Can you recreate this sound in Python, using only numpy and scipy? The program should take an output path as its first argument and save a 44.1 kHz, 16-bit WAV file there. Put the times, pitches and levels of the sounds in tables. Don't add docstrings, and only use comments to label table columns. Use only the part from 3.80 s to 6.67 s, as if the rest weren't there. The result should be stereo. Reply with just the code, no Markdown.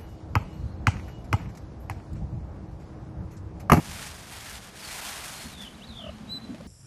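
import sys
import numpy as np
from scipy import signal
from scipy.io import wavfile
from scipy.ndimage import uniform_filter1d

SR = 44100
rng = np.random.default_rng(int(sys.argv[2]) if len(sys.argv) > 2 else 0)


def natural_amplitude(level_db):
    exponent = np.asarray(level_db, float) / 20
    return 10 ** exponent


def unload_wav(signal):
    wavfile.write(
        sys.argv[1],
        SR,
        np.round(np.clip(np.atleast_2d(signal).T, -1, 1) * 32767).astype(np.int16),
    )


N = 126567

# time in seconds, level in dB.
SHIVER_VIGOUR = [(0, -48.5), (.17, -43), (.275, -44), (.315, -48.5), (.46, -51), (.51, -47), (.77, -44.5),
                 (.8, -54.5), (.85, -48.5), (.92, -57), (.97, -50), (1.11, -41), (1.385, -40),
                 (1.42, -43.5), (1.64, -46.5), (1.765, -56), (1.82, -50.5), (1.95, -62.5)]
# middle in seconds, change in dB, half width in seconds.
SHAKE_SURGES = [(.07, 0, 0.011), (.12, 1.5, 0.01), (.39, 0.5, 0.013), (.54, 0.5, .015), (.63, -1, .015),
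                (.7, 0, 0.017), (.89, 1.5, .01), (.228, 1.5, .012), (.97, 1.5, .01), (1.05, 2.5, 0.013),
                (1.15, 0.5, .01), (1.19, 1, 0.0071), (1.245, 0.5, .01), (1.3, 1, 0.013),
                (1.34, -0.5, 0.0091), (1.385, 0, .008), (1.412, -1.5, 0.023), (1.46, 3, 0.027),
                (1.514, -1.5, .006), (1.535, 1.5, 0.02), (1.625, 2.5, 0.01), (1.7, 2.5, 0.024),
                (1.738, 3.5, 0.012), (1.762, -1, .008), (1.785, 0.5, .01), (1.822, 2.5, 0.0059)]
# pitch in Hz, level in dB per Hz.
FEATHER_COLOUR = [(300, -29), (480, -18), (750, -4.5), (1000, -7), (1700, -3.5), (4000, -7), (9500, -9.5),
                  (14000, -16.5)]
# pitch in Hz, share from 0 to 1.
FAN_ALIKE = [(60, .7), (230, .95), (910, .96), (2000, .85), (3520, .76), (8000, .72), (13700, .55)]
# pitch in Hz, left over right in dB.
FAN_LEAN = [(60, -2.0), (230, -0.5), (910, -0.94), (3520, 2.1), (13700, 1.0)]

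# time in seconds, pitch in Hz, level in dB.
GLIDE_DOWN = [
    (.965, 5800, -59),
    (.99, 5250, -56),
    (1.03, 4600, -52),
    (1.06, 4400, -52),
    (1.09, 4150, -55),
    (1.13, 4250, -54),
]
HELD_NOTE = [
    (1.52, 4150, -57),
    (1.58, 4260, -51.5),
    (1.65, 4270, -51.5),
    (1.69, 4350, -59),
]
FIRST_TRILL = [(1.69, 4350, -56), (1.72, 3920, -55), (1.745, 3700, -49), (1.775, 3500, -50),
               (1.835, 3380, -48), (1.862, 2980, -50), (1.876, 3000, -51), (1.895, 2700, -62)]
FIRST_CHIRP = [
    (1.918, 2700, -68),
    (1.935, 3250, -64),
    (1.94, 3500, -53),
    (1.952, 4050, -55),
    (1.96, 3900, -62),
]
SOFT_DIP = [
    (1.975, 2990, -65),
    (1.99, 2880, -64),
    (2.008, 2700, -68),
]
SECOND_CHIRP = [
    (2.008, 2570, -60),
    (2.02, 2800, -54),
    (2.045, 3900, -46),
    (2.052, 3950, -48),
    (2.061, 3600, -52),
]
SECOND_TRILL = [(2.07, 4350, -55), (2.082, 4120, -57), (2.11, 3750, -51.5), (2.138, 3470, -52),
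                (2.16, 3430, -46.5), (2.19, 3400, -44), (2.225, 2930, -47.5), (2.255, 2950, -47),
                (2.268, 2700, -49), (2.288, 2880, -48), (2.305, 2700, -51)]
FALLING_TICK = [(2.278, 5500, -68), (2.286, 4800, -61), (2.294, 3950, -60), (2.3, 4000, -70),
                (2.31, 4050, -63), (2.33, 4150, -65), (2.37, 4250, -70)]
# time in seconds, pitch in Hz, level in dB.
WHISTLE_NOTE = [
    (2.475, 3850, -58),
    (2.488, 3810, -55),
    (2.498, 3930, -41),
    (2.512, 3954, -38),
    (2.526, 4060, -31.5),
    (2.548, 4013, -36),
    (2.572, 3988, -35.5),
    (2.585, 3945, -42.5),
    (2.596, 3900, -71),
]

# middle in seconds, level in dB, pitch in Hz.
HEN_CLUCKS = [
    (2.198, -44, 690),
    (2.221, -42, 646),
    (2.245, -36.5, 637),
    (2.268, -33.5, 620),
    (2.295, -33, 614),
    (2.749, -42.5, 610),
    (2.81, -38.5, 555),
]
# start in seconds, level in dB.
TURF_PECKS = [
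    (1.647, -45),
    (2.384, -48),
    (2.65, -50),
    (2.746, -40),
    (2.756, -46),
    (2.782, -47),
    (2.81, -47),
]

# time in seconds, hum level in dB, hum pitch in Hz.
BREEZE_HUM = [(0, -45.5, 195), (.1, -48.5, 195), (.4, -59, 190), (1.6, -56, 195), (1.66, -54, 205),
              (2.0, -49, 208), (2.4, -49, 212), (2.62, -49.5, 225), (2.71, -47.5, 228), (2.87, -47, 218)]
# middle in seconds, change in dB, half width in seconds.
HUM_SWELLS = [(1.66, 12, 0.012), (1.8, 7, .025), (1.845, 0.5, 0.0092), (1.955, 8.5, 0.009),
              (2.11, 3, 0.027), (2.335, 4.5, 0.01), (2.36, 2.5, .01), (2.39, -4.5, .012),
              (2.435, 8.5, 0.027), (2.5, 9.5, 0.011), (2.55, 10, 0.01), (2.58, 9, 0.0067),
              (2.645, 8, 0.011), (2.675, -2, .01), (2.697, 13.5, 0.011), (2.73, 10, 0.014),
              (2.755, 5.5, 0.0096), (2.81, 7, .012), (2.845, -7, 0.0089), (2.865, 8, .008)]
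# start in seconds, level in dB, pitch in Hz.
WIND_PUFFS = [(0.02, -56, 113), (0.09, -32, 81), (0.3, -39, 75), (0.53, -39, 70), (0.575, -40, 110),
              (0.73, -38, 65), (0.79, -40, 110), (1.385, -39, 60), (1.645, -37.5, 75), (1.735, -40, 70),
              (2.09, -40, 60), (2.271, -33.5, 75.5), (2.422, -33.5, 96)]
# time in seconds, level in dB.
WIND_BUFFET = [(0, -43), (.3, -46.5), (.45, -52.5), (1.6, -67), (1.7, -50), (2.0, -56), (2.3, -43.5),
               (2.87, -54.5)]

# pitch in Hz, level in dB per Hz.
AIR_COLOUR = [(30, -17), (48, -7), (130, -10), (350, -17.5), (700, -18.5), (2500, -27.5), (7000, -34.5),
              (13000, -41.5)]
# pitch in Hz, share (held within 0 to 0.99).
AIR_ALIKE = [(40, 1.5), (90, 0.5), (200, 1.5), (800, 1.2), (3000, -0.2), (13000, -4.1)]
# pitch in Hz, left over right in dB.
AIR_LEAN = [(40, -5), (90, -1), (250, -1.5), (1000, 6), (3500, 10.5), (13000, -1)]

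# edge in Hz, treble in dB needed to go above it.
TREBLE_EDGES = [(12780, -58.5), (13550, -47)]


def unit(x):
    return x / np.sqrt(np.mean(x ** 2) + 1e-20)


def along(rows, column, t):
    return np.interp(t, [r[0] for r in rows], [r[column] for r in rows])


def at_hz(points, hz):
    return np.interp(np.log(hz), np.log([p[0] for p in points]), [p[1] for p in points])


def bumps(rows, t):
    return sum(db * np.exp(-((t - s) / wide) ** 2 / 2) for s, db, wide in rows)


def drift(rate):
    step = 40
    r = np.exp(-2 * step * np.pi * rate / SR)
    white = rng.standard_normal(N // step + 2002)
    slow = signal.lfilter([1], [1, -2 * r, r * r], white)[2000:]
    return np.interp(np.arange(N) / step, np.arange(len(slow)), unit(slow))


def colour(white, spectrum, likeness, balance, patch_db, tilt_db=0):
    out, shared = 0, drift(5)
    edges = 28 * 2 ** np.arange(0, 9.3, .5)
    for k, (low, high) in enumerate(zip(edges, edges[1:])):
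        band = signal.butter(2, [low, high], "band", fs=SR, output="sos")
        mid, side = signal.sosfilt(band, white[k % 2])
        hz = np.sqrt(low * high)
        alike = np.clip(at_hz(likeness, hz), 0, .99)
        lean = natural_amplitude(at_hz(balance, hz) / 2)
        flicker_db = patch_db * (0.21 * shared + drift(18))
        gain = natural_amplitude(at_hz(spectrum, hz) + flicker_db + tilt_db * np.log2(hz / 3000))
        stereo = np.sqrt(1 + alike) * mid + np.sqrt(1 - alike) * side * [[1], [-1]]
        out = out + gain * stereo * [[lean], [1 / lean]]
    return unit(out)


def feathers(t):
    shakes_per_s, ticks_per_s = 25.3, 11000
    phase = 2 * np.pi * np.cumsum(shakes_per_s * (1 + .1 * drift(2.6))) / SR
    pulse = natural_amplitude(.5 * np.sin(phase) + .5 * np.sin(2 * phase + 1))
    size = natural_amplitude(2.4 * np.minimum(rng.exponential(1, (2, N)), 5))
    struck = rng.random((2, N)) < ticks_per_s * pulse / SR
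    ticks = size * struck * rng.choice([-1, 1], (2, 2, N))
    vigour_db = along(SHIVER_VIGOUR, 1, t) + bumps(SHAKE_SURGES, t)
    brighter_db = 0.042 * (vigour_db - vigour_db.max())
    fan = colour(ticks, FEATHER_COLOUR, FAN_ALIKE, FAN_LEAN, patch_db=.7, tilt_db=brighter_db)
    settle = np.clip((2.3 - t) / 0.16, 0, 1)
    return fan * pulse * natural_amplitude(vigour_db + 3) * settle


def sing(rows, t, trill_hz=60.0, depth_hz=0.0, throb_db=0.0, start=0.0, ragged_db=2.9, partials=()):
    beat = 2 * np.pi * (np.cumsum(trill_hz * (1 + 0.091 * drift(36))) / SR)
    beat = np.cos(beat - beat[int(rows[0][0] * SR)] + start)
    phase = 2 * np.pi * np.cumsum(along(rows, 1, t) + depth_hz * beat) / SR
    gate = np.clip(np.minimum(t - rows[0][0], rows[-1][0] - t) / 0.0015, 0, 1)
    level_db = along(rows, 2, t)
    lift_db = (1 - .7) * (max(r[2] for r in rows) - level_db)
    tone = np.sin(phase)
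    for k, db in enumerate(partials):
        tone = tone + natural_amplitude(db + lift_db) * np.sin((k + 2) * phase)
    return np.sqrt(2) * tone * gate * natural_amplitude(level_db + throb_db * beat + ragged_db * drift(42))


def place(x, pan_db, t, echo_db, start_s, t60_s):
    u = np.arange(SR // 2) / SR
    hits = rng.random((2, len(u))) < 1500 / SR
    taps = rng.standard_normal((2, len(u))) * hits * (u > start_s)
    taps = signal.lfilter(*signal.butter(2, 7000, fs=SR), taps * natural_amplitude(-60 * u / t60_s))
    taps = taps / np.sqrt((taps ** 2).sum(1, keepdims=True))
    wet = signal.fftconvolve(x[None], taps, axes=1)[:, :N]
    left, right = natural_amplitude(pan_db / 2), natural_amplitude(-pan_db / 2)
    direct = np.array([x * left, np.interp(t - .00005, t, x) * right])
    return direct * 2 / (left + right) + natural_amplitude(echo_db) * wet


def songbird(t):
    song = sing(GLIDE_DOWN, t, ragged_db=3.5) + sing(HELD_NOTE, t, ragged_db=2.0) + sing(SOFT_DIP, t)
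    song = song + sing(FIRST_CHIRP, t) + sing(SECOND_CHIRP, t) + sing(FALLING_TICK, t, ragged_db=3.5)
    song = song + sing(FIRST_TRILL, t, trill_hz=70.5, depth_hz=110.0, throb_db=5.5, start=2.2, ragged_db=3.0)
    song = song + sing(SECOND_TRILL, t, trill_hz=60.5, depth_hz=175.0, throb_db=4.5, start=-1.7, ragged_db=2.0)
    return place(song, pan_db=12.0, t=t, echo_db=-12.5, start_s=.02, t60_s=.4)


def whistler(t):
    whistle = sing(WHISTLE_NOTE, t, ragged_db=.6, partials=[-21, -27])
    return place(whistle, pan_db=8.5, t=t, echo_db=-19.5, start_s=.07, t60_s=.36)


def hen(t):
    out, pulse_s = 0, .004
    for s, db, hz in HEN_CLUCKS:
        u = (t - s) / pulse_s
        phase = 2 * np.pi * hz * pulse_s * (u + .18 * u ** 2 / 8)
        out = out + natural_amplitude(db) * np.exp(-u ** 2 / 2) * (np.sin(phase) + natural_amplitude(-12) * np.sin(2 * phase))
    return out


def pecks(t):
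    shape = sum(natural_amplitude(db) * (t > s) * np.exp(-np.maximum(t - s, 0) / 0.002) for s, db in TURF_PECKS)
    band = signal.butter(2, [350, 4500], "band", fs=SR, output="sos")
    return shape * unit(signal.sosfilt(band, rng.standard_normal(N)))


def breeze_hum(t):
    width_hz, evenness = 78.5, 0.38
    r = np.exp(-np.pi * width_hz / SR)
    white = rng.standard_normal((2, N)) + 1j * rng.standard_normal((2, N))
    wobble = signal.lfilter([1], [1, -2 * r, r * r], white)
    wobble = wobble / (np.abs(wobble) + 1e-9) ** evenness * natural_amplitude(1.2 * drift(27))
    turning = np.exp(2j * np.pi * np.cumsum(along(BREEZE_HUM, 2, t)) / SR)
    mid, side = (wobble * turning).real
    return unit(mid + .15 * side * [[1], [-1]]) * natural_amplitude(along(BREEZE_HUM, 1, t) + bumps(HUM_SWELLS, t))


def puffs(t):
    out = 0
    for s, db, hz in WIND_PUFFS:
        u = np.maximum(t - s, 0)
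        swell = (1 - np.exp(-u / 0.0066)) * np.exp(-u / 0.034)
        out = out + natural_amplitude(db) * swell * np.sin(2 * np.pi * hz * u)
    return out


def buffet(t):
    band = signal.butter(2, [45.6, 154], "band", fs=SR, output="sos")
    mid, side = signal.sosfilt(band, rng.standard_normal((2, N)) * natural_amplitude(1.5 * drift(16.0)))
    lean_db = -2.5 * np.array([[.5], [-.5]])
    return unit(mid + .8 * side * [[1], [-1]]) * natural_amplitude(along(WIND_BUFFET, 1, t) + lean_db)


def outdoor_floor():
    white = rng.standard_normal((2, 2, N))
    return natural_amplitude(-47.5) * colour(white, AIR_COLOUR, AIR_ALIKE, AIR_LEAN, patch_db=.8)


def scene():
    t = np.arange(N) / SR
    animals = feathers(t) + songbird(t) + whistler(t) + hen(t) + pecks(t)
    wind = breeze_hum(t) + puffs(t) + buffet(t)
    return animals + wind + outdoor_floor()


def low_pass(x):
    return signal.sosfilt(signal.butter(12, 14290, fs=SR, output="sos"), x)


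def record(dry):
    treble = signal.sosfilt(signal.butter(6, 9000, "high", fs=SR, output="sos"), dry.mean(0))
    power = uniform_filter1d(treble ** 2, size=2048)
    mix = dry
    for hz, need_db in TREBLE_EDGES:
        low = signal.sosfiltfilt(signal.ellip(10, .2, 60, hz, fs=SR, output="sos"), mix)
        is_open = uniform_filter1d(1. * (power > natural_amplitude(2 * need_db)), size=512)
        mix = low + (mix - low) * is_open
    return low_pass(mix)


dry = scene()
out = record(dry)
unload_wav(out)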